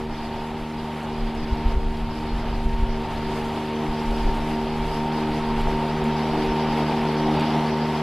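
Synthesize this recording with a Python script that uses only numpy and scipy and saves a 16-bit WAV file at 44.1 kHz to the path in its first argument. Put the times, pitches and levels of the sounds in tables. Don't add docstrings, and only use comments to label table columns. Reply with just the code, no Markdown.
import sys
import numpy as np
from scipy import signal
from scipy.fft import rfft, irfft, next_fast_len
from scipy.io import wavfile
from scipy.ndimage import uniform_filter1d, map_coordinates

SR = 44100
rng = np.random.default_rng(int(sys.argv[2]) if len(sys.argv) > 2 else 0)


def int16_out(signal):
    q = np.round(np.clip(np.atleast_2d(signal).T, -1, 1) * 32767)
    wavfile.write(sys.argv[1], SR, q.astype(np.int16))


def invert_db(level):
    return 10 ** (np.asarray(level, dtype=float) / 20)


N = 353682

# start in seconds [s], peak level [dB].
TWIG_HITS = [(1.0301, -42), (1.3496, -46), (3.4455, -40), (4.1094, -47), (4.3694, -47), (5.6094, -42),
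             (6.039, -39), (6.4492, -52), (7.1496, -52), (7.3945, -41), (7.4072, -41)]


def unit(x):
    return x / np.sqrt(np.mean(x ** 2) + 1e-20)


def curves(rows):
    seconds, *columns = np.transpose(rows)
    return [np.interp(np.arange(N) / SR, seconds, column) for column in columns]


def wobble(rate):
    coarse = np.arange(0, N + 32, 32)
    knots = rng.standard_normal(int(N * rate / SR) + 4)
    return np.interp(np.arange(N), coarse, map_coordinates(knots, [coarse * rate / SR]))


def swells(rows, size):
    t = np.arange(0, N + 64, 64) / SR
    bells = np.zeros(len(t))
    for start, value, half in rows:
        bells += size(value) * np.cosh(1.12 * np.clip((t - start) / half, -50, 50)) ** -2.
    return np.interp(np.arange(N) / SR, t, bells)


def coloured(x, spectrum):
    length = next_fast_len(N + 8192)
    hz, db = np.transpose(spectrum)
    log_hz = np.log(np.fft.rfftfreq(length, 1 / SR) + 1)
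    gain = invert_db(np.interp(log_hz, np.log(hz + 1), db, -120, -120))
    return unit(irfft(rfft(x, length) * gain, length)[:N])


def rush(spectrum, patchy_db, grain_db=0):
    grains = invert_db(grain_db * np.repeat(rng.standard_normal(N // 40 + 20), 40)[:N + 512])
    z = signal.stft(grains * rng.standard_normal(N + 512), nperseg=512)[2]
    field = uniform_filter1d(rng.standard_normal(z.shape), size=8, axis=0)
    field = uniform_filter1d(field, size=8, axis=1)
    patchy = signal.istft(z * invert_db(patchy_db * unit(field)), nperseg=512)[1][:N]
    return coloured(patchy, spectrum)


def drone():
    # time in seconds [s], pitch [Hz], level [dB].
    engine = [
        (0, 107, -52),
        (1.1, 104.4, -52),
        (1.5, 106, -64),
        (2.1, 105.5, -49),
        (3, 104.6, -41.5),
        (4.1, 100.4, -48),
        (4.5, 97, -61),
        (6.2, 100.6, -62),
        (7.4, 101.9, -69),
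        (8.02, 102, -53),
    ]
    hz, db = curves(engine)
    return np.sqrt(2) * invert_db(db) * np.sin(2 * np.pi * np.cumsum(hz) / SR)


def wind():
    # middle in seconds [s], depth [dB], swing rate [Hz].
    thumps = [(1.531, -13.5, 51.93), (1.664, -11, 47.6), (1.711, -27, 23.0), (1.743, -16, 34.0),
              (1.773, -10.5, 44.4), (1.865, -22.5, 47.0), (2.033, -23, 32.0), (2.34, -17.5, 40.8),
              (2.53, -18, 35.0), (2.581, -21, 29.0), (2.665, -11, 40.3), (2.743, -18, 45.0),
              (2.837, -12, 34.02), (4.228, -16, 35.0), (4.26, -13, 31.7), (4.291, -17, 30.06)]
    # middle in seconds [s], strength [dB], half length in seconds [s].
    gusts = [(.07, -32, 0.054), (.3, -35, 0.14), (.6, -44, .06), (.82, -48, 0.073), (1.22, -28, 0.061),
             (1.42, -26.5, 0.08), (1.55, -23, 0.036), (1.72, -21.5, 0.1), (1.88, -29, .05),
             (2.04, -24, 0.093), (2.23, -28, 0.043), (2.36, -26, 0.079), (2.6, -25.5, 0.15),
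             (2.86, -21, 0.11), (3.13, -33, 0.094), (3.27, -36, .07), (3.47, -37, .05), (3.9, -25.5, 0.032),
             (4.11, -26, 0.04), (4.28, -25.5, 0.14), (4.53, -40, 0.076), (4.88, -30.5, 0.21),
             (5.3, -33, 0.069), (5.63, -27, .18), (6, -38, .08), (6.36, -32, 0.054), (6.5, -28, .03),
             (6.68, -39, .05), (6.92, -44, .14), (7.3, -42, .08)]
    # frequency [Hz], level [dB per Hz].
    rumble_colour = [(8, -8), (18, -7), (30, 1), (45, -7), (65, -15.5), (100, -18.5), (150, -25.5),
                     (300, -49)]
    eddies = np.zeros(N + SR)
    calm_db = np.zeros(N + SR)
    reach = SR // 20
    t = np.arange(-reach, reach) / SR
    for middle, db, hz in thumps:
        bell = np.exp(-(t * hz / 0.47) ** 2)
        first = round(middle * SR) - reach
        eddies[first:][:len(t)] -= invert_db(db) * np.cos(2 * np.pi * hz * t) * bell
        calm_db[first:][:len(t)] -= 2.2 * bell
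    strength = invert_db(-48) + swells(gusts, size=invert_db)
    rumble = unit(invert_db(0.27 * wobble(3.5)) * rush(rumble_colour, patchy_db=-1.3))
    return eddies[:N] + strength * invert_db(calm_db[:N]) * rumble


def twigs():
    # frequency [Hz], level [dB per Hz].
    twig_colour = [(700, -30), (1500, 4), (4000, -11), (7000, 13), (13000, 1)]
    envelope = np.zeros(N + SR)
    t = np.arange(SR // 20) / SR
    for start, db in TWIG_HITS:
        fade = invert_db(db - 3.5 - 60 * t / .035)
        envelope[round(start * SR):][:len(t)] += fade * (1 - np.exp(-t / .0012))
    return envelope[:N] * coloured(rng.standard_normal(N), twig_colour)


def pumped(noise, turn, depth, lag):
    pump = 1 + depth * np.cos(turn - lag) + 0.5 * depth * np.cos(2 * turn - lag)
    return unit(pump * noise)


def deck_roar(turn, nearer_db, tuft_db):
    # frequency [Hz], level [dB per Hz].
    roar_colour = [(60, -11), (110, -11), (200, -5), (400, -3), (520, -7), (700, -2.5), (850, 1.5),
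                   (1050, -7), (1400, -17), (2200, -86)]
    level_db = -33 + 1.18 * nearer_db + 0.2 * tuft_db + 0.86 * wobble(9)
    return invert_db(level_db) * pumped(rush(roar_colour, patchy_db=.9, grain_db=1.7), turn, .13, .5)


def air_draught(turn, nearer_db, tuft_db, load):
    # frequency [Hz], level [dB per Hz].
    draught_colour = [(700, -48), (1100, -0.5), (1500, -1), (2200, -2), (3100, -3.5), (3700, -7),
                      (4300, -12), (5500, -31)]
    level_db = -39.5 + nearer_db + 0.38 * tuft_db + 0.27 * load
    return invert_db(level_db) * pumped(rush(draught_colour, patchy_db=0.52, grain_db=1.1), turn, .04, 3.2)


def chute_blast(turn, nearer_db, tuft_db, load):
    # frequency [Hz], level [dB per Hz].
    far_colour = [(3600, -30), (4200, -5), (4700, 1.5), (5200, -6.5), (5650, -10.5), (6000, -16),
                  (6500, -22)]
    # frequency [Hz], level [dB per Hz].
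    near_colour = [(3600, -30), (4200, -2), (4700, 5.5), (5300, -1.5), (5750, -1), (6100, -21), (6600, -34)]
    near = np.linspace(0, np.pi / 2, N)
    blast = np.cos(near) * rush(far_colour, patchy_db=2.5, grain_db=4.0)
    blast += np.sin(near) * rush(near_colour, patchy_db=2.5, grain_db=4.0)
    level_db = -52 + 1.07 * nearer_db + 0.43 * tuft_db + 0.51 * wobble(14) + .5 * load
    return invert_db(level_db) * pumped(blast, turn, .05, 1.4)


def cut_grass(turn, nearer_db, tuft_db, load):
    # frequency [Hz], level [dB per Hz].
    grass_colour = [(2500, -32), (5000, -5.5), (6500, 1), (9000, -2.5), (10200, -3), (11500, -2),
                    (13300, -7.5)]
    snips = rng.standard_normal(N) * invert_db(4.5 * rng.standard_normal(N))
    hiss = coloured(snips, grass_colour) + 1.2 * rush(grass_colour, patchy_db=0.2)
    long_grass_s, entry_s = 3, 0.14
    longer_db = 0.7 * np.tanh((np.arange(N) / SR - long_grass_s) / entry_s)
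    level_db = -59 + 0.45 * nearer_db + longer_db + tuft_db + .5 * wobble(22) + 1.0 * load
    return invert_db(level_db) * pumped(hiss, turn, .02, .9)


def blade_and_motor(turn):
    # time in seconds [s], level [dB].
    hum_points = [(0.0, -33), (0.02, -36), (1.67, -32), (1.76, -39.5), (1.96, -33.5), (2.05, -34),
                  (4.82, -30.5), (4.89, -40), (5.0, -30), (5.6, -28), (5.69, -32.5), (5.85, -28.5),
                  (5.99, -35.5), (6.08, -21), (6.14, -30), (6.77, -27.5), (7.89, -27.5), (8.02, -31)]
    # multiple of the beat, mean level [dB], growth [dB per dB of slow hum rise],
    # share of the hum's quick tilts, rocking of its own [dB].
    strong_tones = [(1, -43, .4, 0, .8), (2, -35.3, 1.4, .1, 1.1), (3, -31, 1.0, .9, .5),
                    (4, -40.8, 1.2, .1, 3.6), (5, -36.3, 1.3, .1, 1.8)]
    # multiple of the beat, strong multiple it follows, level against that one [dB].
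    weak_tones = [(6, 5, -7), (7, 5, -15), (8, 5, -19.5), (9, 12, -12), (10, 12, -19), (11, 12, -16)]
    # time in seconds [s], level of its tone [dB].
    motor_strain = [(0, -45), (.35, -38), (.6, -46), (.9, -38.5), (1.4, -44.5), (1.65, -35.5), (1.95, -43),
                    (2.4, -39.5), (2.75, -37), (3.3, -38), (3.95, -37.5), (4.2, -33), (4.7, -38),
                    (5.1, -35), (5.6, -34), (6.5, -34), (7.3, -34), (8.02, -33.5)]
    rocks_hz = 8
    hum_db = curves(hum_points)[0]
    hum_db = hum_db - np.mean(hum_db)
    rise_db = uniform_filter1d(hum_db, size=66150)
    levels = {}
    for k, db, grows, share, rocks in strong_tones:
        levels[k] = db + grows * rise_db + share * (hum_db - rise_db) + rocks * wobble(rocks_hz)
    levels[12] = curves(motor_strain)[0] + .6 * wobble(rocks_hz)
    for k, leader, db in weak_tones:
        levels[k] = levels[leader] + db + 2.6 * wobble(19)
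    total = np.zeros(N)
    for k, db in levels.items():
        phase = 0
        if k == 1:
            phase = np.pi / 2
        elif 4.5 < k < 12:
            phase = np.pi
        size = np.sqrt(2) * invert_db(db + 1.1 * wobble(16))
        total += size * np.cos(k * turn + phase + 0.11 * wobble(12))
    return total


def mower():
    # time in seconds [s], blade beats a second [Hz].
    blade_speed = [(0, 76.65), (.3, 76.65), (.65, 77.15), (1, 76.75), (1.25, 76.5), (1.7, 76.82),
                   (2.2, 76.6), (2.6, 76.87), (3.1, 76.35), (3.55, 76.82), (4.05, 76.33), (4.5, 76.7),
                   (4.8, 77), (5.1, 76.73), (6.9, 76.76), (7.15, 76.5), (7.5, 76.9), (8.02, 76.9)]
    # time in
    # seconds [s], loudness [dB].
    approach = [(0.0, -44), (0.04, -44), (0.18, -41), (0.69, -42.5), (1.72, -40), (1.76, -44), (2.46, -40),
                (2.63, -42.5), (3.24, -39), (4.96, -38.5), (6.57, -35.5), (7.35, -35), (7.39, -32),
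                (7.53, -35), (7.95, -36.5), (8.02, -36)]
    # middle in seconds [s], swell [dB], half length in seconds [s].
    tufts = [(.24, 1.5, .09), (.95, 2.5, 0.11), (1.45, 0, 0.054), (1.68, 1, .05), (2.2, 2, 0.059),
             (3.37, 4, 0.044), (3.57, 2, 0.067), (4.2, 2.5, 0.18), (4.36, 2, .03), (4.5, 2.5, 0.044),
             (4.9, 3.5, .09), (5.2, 3, .03), (5.36, 2.5, .04), (5.61, 3.5, .035), (6.2, 1.5, .03),
             (6.45, 4.5, 0.029), (6.79, 3.5, 0.033), (6.93, 1, 0.054), (7.56, 0.5, .04)]
    turn = 2 * np.pi * np.cumsum(curves(blade_speed)[0]) / SR
    nearer_db = curves(approach)[0]
    nearer_db = nearer_db - np.mean(nearer_db)
    tuft_db = swells(tufts, size=float)
    load = wobble(28)
    air = deck_roar(turn, nearer_db, tuft_db) + air_draught(turn, nearer_db, tuft_db, load)
    clippings = chute_blast(turn, nearer_db, tuft_db, load) + cut_grass(turn, nearer_db, tuft_db, load)
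    return blade_and_motor(turn) + air + clippings


def scene():
    return np.tile(drone() + wind() + twigs() + mower(), (2, 1))


def noise_fill(mono, apart_db, kept, short):
    band_edges = [196, 216, 240, 264, 292, 320, 352, 384, 416, 448, 476]
    z = signal.stft(mono, nperseg=2048)[2]
    fresh = signal.stft(rng.standard_normal((2, N)), nperseg=2048)[2]
    whole = rng.random(z.shape[1]) > short
    hit_frames = np.round(np.transpose(TWIG_HITS)[0] * SR / 1024).astype(int)
    whole[hit_frames] = False
    pair = np.array([z, 0 * z])
    for k, (a, b) in enumerate(zip(band_edges, band_edges[1:])):
        fill = whole & (rng.random(len(whole)) > kept * .6 ** k + .06)
        level = np.linalg.norm(z[a:b], axis=0) / np.linalg.norm(fresh[0, a:b], axis=0)
        filled = fresh[:, a:b] * level * invert_db([[[.3]], [[apart_db]]])
        pair[:, a:b] = np.where(fill, filled, pair[:, a:b])
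    return signal.istft(pair, nperseg=2048)[1][:, :N]


def low_pass(x):
    return signal.sosfilt(signal.butter(12, 13640, fs=SR, output="sos"), x)


def record(dry):
    mid, apart = noise_fill(dry.mean(0), apart_db=-2.0, kept=.4, short=.06)
    low = coloured(rng.standard_normal(N), [(15, -9), (60, -3.5), (300, -19.5), (1500, -36.5), (4200, -44)])
    high = coloured(rng.standard_normal(N), [(4200, 0), (10500, -4), (13000, -9)])
    loudness = np.sqrt(abs(uniform_filter1d(mid ** 2, size=8192)))
    apart = apart + invert_db(-37) * loudness * low * (wobble(20) > .4)
    apart = apart + invert_db(-88 + 3.5 * wobble(25)) * high
    both = np.array([mid + apart, mid - apart])
    top_hz = 13150
    both = irfft(rfft(both) * (np.fft.rfftfreq(N, 1 / SR) < top_hz), N)
    return low_pass(both)


dry = scene()
out = record(dry)
int16_out(out)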